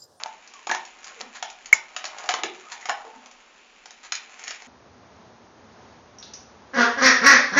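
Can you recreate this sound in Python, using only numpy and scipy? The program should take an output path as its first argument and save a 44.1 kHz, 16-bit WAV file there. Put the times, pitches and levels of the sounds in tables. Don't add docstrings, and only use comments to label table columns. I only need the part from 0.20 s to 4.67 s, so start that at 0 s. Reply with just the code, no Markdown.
import sys
import numpy as np
from scipy import signal
from scipy.fft import rfft, irfft, next_fast_len
from scipy.io import wavfile

SR = 44100
rng = np.random.default_rng(int(sys.argv[2]) if len(sys.argv) > 2 else 0)


def materialize(psi):
    bounded = np.clip(np.atleast_2d(psi).T, -1, 1)
    quanta = np.round(bounded * 32767).astype(np.int16)
    wavfile.write(sys.argv[1], SR, quanta)


N = 197171
TIME = np.arange(N) / SR


def from_db(db):
    return 10 ** (np.asarray(db) / 20)


def rms_one(x):
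    return x / np.sqrt(np.mean(x ** 2) + 1e-20)


def at_hz(points, hz):
    known_hz, values = np.transpose(points)
    return np.interp(np.log(np.maximum(hz, 1)), np.log(known_hz), values)


def add(out, s, sound):
    start = max(round(s * SR), 0)
    out[start:start + len(sound)] += sound[:N - start]


def colour(x, spectrum):
    size = 2 * next_fast_len(len(x))
    hz = np.arange(size // 2 + 1) * SR / size
    below = np.minimum(1, (hz + 10) / spectrum[0][0])
    cepstrum = irfft(np.log(from_db(at_hz(spectrum, hz)) * below))
    cepstrum[1:size // 2] *= 2
    cepstrum[size // 2 + 1:] = 0
    response = np.exp(rfft(cepstrum))
    return irfft(rfft(x, size) * response)[:len(x)]


def grains(size, per_s, spread_db):
    strength = from_db(spread_db * np.minimum(rng.exponential(1, size), 4))
    happens = rng.random(size) < per_s / SR
    return happens * strength * rng.choice([-1, 1], size)


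def ring(hz, t60):
    t = TIME[:SR // 2]
    return np.sin(2 * np.pi * hz * t) * from_db(-60 * t / t60)


def swell(t, length_s):
    return np.sin(np.pi * np.clip(t / length_s, 0, 1) ** .6)


# frequency in Hz, relative density in dB per Hz.
FLOOR_COLOUR = [(15, -54), (25, -6), (66, -27), (104, -55), (155, -22), (238, -11.5), (301, -15),
                (391, -11.5), (545, -13.5), (796, -13.5), (2050, -13.5), (2540, -11), (3890, -18),
                (7210, -24.5), (9370, -56.5), (15900, -120)]


def background(level_db):
    return from_db(level_db) * rms_one(colour(rng.standard_normal(N), FLOOR_COLOUR))


# frequency in Hz, time to fall by 60 dB in seconds.
KITCHEN_T60 = [(200, 0.63), (530, 0.56), (1400, 0.34), (3700, 0.4), (7000, 0.14)]
# frequency in Hz, relative level in dB.
KITCHEN_ECHO = [(200, 0), (480, -1.1), (750, 1), (2000, -0.31), (4000, -1.3), (7000, -1.8)]


def kitchen(x, gap_s, early_db, early_s):
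    t = TIME[:SR]
    walls = rms_one(grains(SR, per_s=4200, spread_db=1.0)) * np.clip((t - gap_s) / 0.0012, 0, 1)
    walls = walls * (1 + from_db(early_db) * np.exp(-t / early_s))
    spectrum, hz = rfft(walls), np.arange(SR // 2 + 1)
    edges = np.geomspace(100, 9000, 13)
    echo = np.zeros(SR)
    for low, high in zip(edges, edges[1:]):
        centre = np.sqrt(low * high)
        band = irfft(spectrum * ((hz >= low) & (hz < high)))
        fading = band * from_db(-60 * t / at_hz(KITCHEN_T60, centre))
        width = np.sqrt(2 * (high - low)) / SR
        echo += from_db(at_hz(KITCHEN_ECHO, centre)) * rms_one(fading) * width
    return signal.fftconvolve(x, echo)[:N]


# time in seconds, relative mouth level in dB, relative crumb level in dB.
GRINDING = [(0.0, -37.5, -42), (0.2, -58.5, -53.5), (0.38, -61.5, -48), (0.5, -71, -50), (0.87, -46.5, -46),
            (1.11, -50.5, -47.5), (1.31, -54, -49), (1.59, -52.5, -51), (2.02, -38.5, -38.5),
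            (2.17, -42.5, -56), (2.33, -54, -46.5), (2.61, -48.5, -44), (2.8, -46.5, -51),
            (3.2, -55.5, -55), (3.63, -64, -55.5), (4.05, -54.5, -47.5), (4.28, -54.5, -38.5),
            (4.47, -52, -46.5)]
# frequency in Hz, relative level in dB.
MOUTH_COLOUR = [(150, -23.5), (300, -15.5), (550, -3), (780, 4.5), (1200, 1.5), (2000, -9.5), (3200, -19.5)]
# frequency in Hz, relative level in dB.
CRUMB_COLOUR = [(1200, -6), (2400, 1.5), (3500, -8), (5000, -12), (6800, -5), (7600, -8.5)]


def grinding(mouth_db, crumbs_db):
    s, *columns = np.transpose(GRINDING)
    mouth, crumbs = [from_db(np.interp(TIME, s, column)) for column in columns]
    smacking = rms_one(colour(grains(N, per_s=410, spread_db=3.5), MOUTH_COLOUR))
    grit = rms_one(colour(grains(N, per_s=900, spread_db=5.0), CRUMB_COLOUR))
    return from_db(mouth_db) * mouth * smacking + from_db(crumbs_db) * crumbs * grit


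# start in seconds, length in seconds, level in dB.
SOFT_RUBS = [(0.84, 0.032, -52), (0.868, 0.032, -35), (1.147, 0.041, -35.5), (2.512, 0.037, -30.5),
             (3.829, 0.054, -38.5)]
# frequency in Hz, relative level in dB.
RUB_COLOUR = [(500, -14), (1000, -2), (1900, -0.5), (3300, -7), (4300, -4), (5300, -9), (6800, -3.5)]


def rubs():
    out, t = np.zeros(N), TIME[:SR // 8]
    for s, length_s, db in SOFT_RUBS:
        slips = rms_one(colour(grains(len(t), per_s=1800, spread_db=4), RUB_COLOUR))
        add(out, s, from_db(db) * swell(t, length_s) * slips)
    return out


# start in seconds, length in seconds, start pitch in Hz, end pitch in Hz, relative level in dB.
HOLLOW_SOUNDS = [(0.327, 0.13, 1240, 804, -50), (0.492, 0.037, 399, 356, -40.5),
                 (.96, 0.11, 478.3, 455, -49.5), (.99, 0.16, 228, 255, -55), (2.228, .047, 383, 391, -32.5),
                 (2.301, 0.12, 365.6, 426, -48.5), (2.429, .087, 1212, 1262, -48.5),
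                 (2.502, 0.096, 1095, 686, -47.5), (2.835, 0.19, 859, 932, -49),
                 (2.844, 0.077, 424, 447, -49), (2.898, .2, 245.7, 252, -56.5)]
HOLLOW_BREADTH = 7.8


def mouth_hollow(level_db):
    out, t = np.zeros(N), TIME[:SR // 3]
    for s, length_s, start_hz, end_hz, db in HOLLOW_SOUNDS:
        half_width_hz = np.clip(HOLLOW_BREADTH / length_s / 2, 15, 300)
        narrow = signal.butter(2, half_width_hz, fs=SR, output="sos")
        stir = signal.sosfilt(narrow, rng.standard_normal((2, 2 * len(t))))[:, len(t):]
        pitch_hz = np.interp(t, [0, length_s], [start_hz, end_hz])
        phase = 2 * np.pi * np.cumsum(pitch_hz) / SR
        envelope = swell(t, length_s)
        sound = envelope * (stir[0] * np.cos(phase) + stir[1] * np.sin(phase))
        loudness = from_db(db + level_db) * np.sqrt(np.mean(envelope ** 2))
        add(out, s, loudness * rms_one(sound))
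    return signal.sosfilt(signal.butter(2, 170, "high", fs=SR, output="sos"), out + 1e-18)


CLINK_S = 1.5282
# pitch in Hz, relative level in dB, time to fall by 60 dB in seconds.
BOWL_RING = [(2090, -46.5, 0.24), (2290, -31.5, 0.3), (2310, -43, .28), (4940, -52.5, 0.24),
             (6900, -40.5, .24)]
# frequency in Hz, relative level in dB.
CLATTER_COLOUR = [(400, -5), (800, 1.5), (2200, 4), (4000, -4), (6000, 2.5), (6900, 6)]


def bowl(clatter_db, clatter_s, ring_db):
    out, t = np.zeros(N), TIME[:SR // 10]
    add(out, CLINK_S, sum(from_db(db + ring_db) * ring(hz, t60) for hz, db, t60 in BOWL_RING))
    clatter = rms_one(colour(grains(len(t), per_s=8400, spread_db=2), CLATTER_COLOUR))
    add(out, CLINK_S, from_db(clatter_db) * clatter * np.exp(-t / clatter_s))
    return out


def clink(pitch_hz, length_s, peak_db, touch_db, touch_hz, octave):
    out, t = np.zeros(N), TIME[:SR // 20]
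    attack = 1 - np.exp(-t / 0.0013)
    choke = attack * np.clip(1 - t / length_s, 0, 1)
    climbing_hz = pitch_hz * (1 - 0.2 * np.exp(-t / 0.00071))
    knock = choke * np.sin(2 * np.pi * np.cumsum(climbing_hz) / SR)
    add(out, CLINK_S - .0013, from_db(touch_db) * ring(touch_hz, 0.066))
    add(out, CLINK_S, from_db(peak_db) * (knock - octave * knock ** 2))
    return out


# start in seconds, relative level in dB.
DRY_TICKS = [(0.036, -11), (1.0129, -17)]


def ticks(snap_hz, after_hz):
    out = np.zeros(N)
    tick = 2.1 * ring(snap_hz, 0.0014) + 0.13 * ring(after_hz, 0.0098)
    for s, db in DRY_TICKS:
        add(out, s, from_db(db) * tick)
    return signal.sosfilt(signal.butter(2, 1500, "high", fs=SR, output="sos"), out + 1e-18)


# start in seconds, pitch in Hz, relative peak in dB.
MOUTH_POPS = [(.059, 871, -20), (.471, 836, -19), (.5, 1635, -10.5), (.513, 875, -11), (.518, 1765, -7.5),
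              (.548, 976, -17), (2.093, 717, -12.5), (2.141, 1535, -23), (2.191, 1232, -20),
              (2.627, 1977, -29.5), (2.695, 726, -21), (2.7, 1240, -28), (2.701, 1727, -13.5),
              (2.849, 754, -33.5)]
POP_CYCLES = 4.5


def pops(rise_s, glide, level_db):
    out, t = np.zeros(N), TIME[:SR // 4]
    for s, hz, peak_db in MOUTH_POPS:
        fading = np.exp(-t * hz / POP_CYCLES)
        lifting_hz = hz * (1 + glide * (.5 - fading))
        phase = 2 * np.pi * np.cumsum(lifting_hz) / SR
        envelope = (1 - np.exp(-t / rise_s)) * fading
        add(out, s, from_db(peak_db + level_db) * envelope / envelope.max() * np.sin(phase))
    return out


def fragments(rows, delay_s, loss_db):
    lateness = rng.uniform(-1, 1, len(rows))
    return [(s + delay_s * 2 ** late, strength_db - loss_db, hollow_db)
            for (s, strength_db, hollow_db), late in zip(rows, lateness)]


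# start in seconds, relative strength in dB, hollowness in dB
PELLET_CRACKS = [(0.059, -43, 5.5), (0.275, -55, -32), (.337, -48.5, -3.5), (0.4696, -35.5, 3.5),
                 (.494, -32, 7), (.513, -28, 3), (0.5477, -33, 1.5), (.651, -48, -20), (0.843, -46.5, -27),
                 (1.0, -48, -6), (1.007, -38.5, 3.5), (1.2256, -31, 4.5), (1.3, -43.5, -7),
                 (1.458, -43, -15), (1.7636, -30, -3), (1.8414, -34.5, 3.5), (1.853, -36.5, -23),
                 (1.984, -40.5, 0), (2.039, -44.5, 9.5), (2.058, -44, 3), (2.0895, -23.5, 1),
                 (2.1065, -32, 6.5), (2.1385, -28, 6), (2.187, -44, 14.5), (2.234, -26.5, 2.5),
                 (2.612, -53, -13), (2.6552, -35, 3), (2.688, -37.5, 12.5), (2.6942, -28, 11.5),
                 (2.85, -55, 17.5), (3.059, -49, -4), (3.112, -53.5, -5), (3.657, -44.5, -0.5),
                 (3.707, -48, -3.5), (3.921, -27, -13), (3.9519, -36.5, -27.5), (4.193, -48, -1),
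                 (4.238, -40, -6.5), (4.279, -34, -8.5), (4.307, -34, -4.5), (4.42, -46, 1.5)]
# frequency in Hz, relative level in dB.
JAW_COLOUR = [(100, -46), (300, -15.5), (520, -9.5), (740, 5), (950, -3.5), (1200, -1.5), (1700, -18.5),
              (3000, -29)]
# frequency in Hz, relative level in dB.
BODY_COLOUR = [(700, -22.5), (1250, -7), (1900, 2), (3100, -1.5), (4200, -7.5), (6500, -31.5)]
# frequency in Hz, relative level in dB.
EDGE_COLOUR = [(2200, -20), (3700, -6.5), (5200, 3), (6800, 3), (7600, -4)]
MUFFLING = 0.23
USUAL_CRACK_DB, SPLITTING = -33.5, 0.1


def cracks(rows, decay_s, crumble_db, crumble_s, jaw_db, pellet_db, edge_db):
    out, t = np.zeros(N), TIME[:SR // 20]
    attack = 1 - np.exp(-t / 0.0003)
    envelope = attack * (np.exp(-t / decay_s) + from_db(crumble_db) * np.exp(-t / crumble_s))
    for s, strength_db, hollow_db in rows:
        split_db = SPLITTING * (strength_db - USUAL_CRACK_DB)
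        parts = ((JAW_COLOUR, jaw_db + hollow_db),
                 (BODY_COLOUR, pellet_db + split_db),
                 (EDGE_COLOUR, edge_db - split_db - MUFFLING * hollow_db))
        for part_colour, part_db in parts:
            burst = colour(grains(len(t), per_s=9000, spread_db=2.5) * envelope, part_colour)
            power = np.sum(burst ** 2) / (.005 * SR)
            add(out, s, from_db(strength_db + part_db) * burst / np.sqrt(power + 1e-20))
    return out


CRACKS_ROOM_DB, POPS_ROOM_DB, CHEWING_ROOM_DB, CLOSE_ROOM_DB = -1.5, -4, -1, -22.5


def scene():
    floor = background(level_db=-56)
    chewing = grinding(mouth_db=-5.5, crumbs_db=-4.5) + rubs() + mouth_hollow(level_db=-2.0)
    steel = bowl(clatter_db=-12, clatter_s=0.01, ring_db=-3.5)
    knock = clink(pitch_hz=2199, length_s=0.0083, peak_db=8.5, touch_db=-25.5, touch_hz=7160, octave=0.032)
    close = knock + ticks(snap_hz=4600, after_hz=6500)
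    smacks = pops(rise_s=0.00067, glide=0.063, level_db=-6.0)
    rows = list(PELLET_CRACKS) + fragments(PELLET_CRACKS, delay_s=.016, loss_db=17)
    bites = cracks(rows, decay_s=0.0033, crumble_db=-31.0, crumble_s=.008,
                   jaw_db=-1.5, pellet_db=2.5, edge_db=3.5)
    spreading = (from_db(CRACKS_ROOM_DB) * bites + from_db(POPS_ROOM_DB) * smacks
                 + from_db(CHEWING_ROOM_DB) * (chewing + steel) + from_db(CLOSE_ROOM_DB) * close)
    room = kitchen(spreading, gap_s=0.0036, early_db=3.5, early_s=0.13)
    return (bites + smacks + chewing + steel + close + room + floor)[None]


MIC_TOP_HZ, CUTOFF_HZ = 7200, 16000


def record(dry):
    peaked = dry + 0.31 * signal.lfilter(*signal.iirpeak(6850, 14, fs=SR), dry)
    narrow = signal.sosfilt(signal.ellip(8, .5, 60, MIC_TOP_HZ, fs=SR, output="sos"), peaked)
    ceiling = np.where(narrow > 0, .96, 1.04)
    clipped = narrow / (1 + np.abs(narrow / ceiling) ** 8) ** (1 / 8)
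    return signal.sosfilt(signal.cheby2(12, 70, CUTOFF_HZ, fs=SR, output="sos"), clipped)


dry = scene()
out = record(dry)
materialize(out)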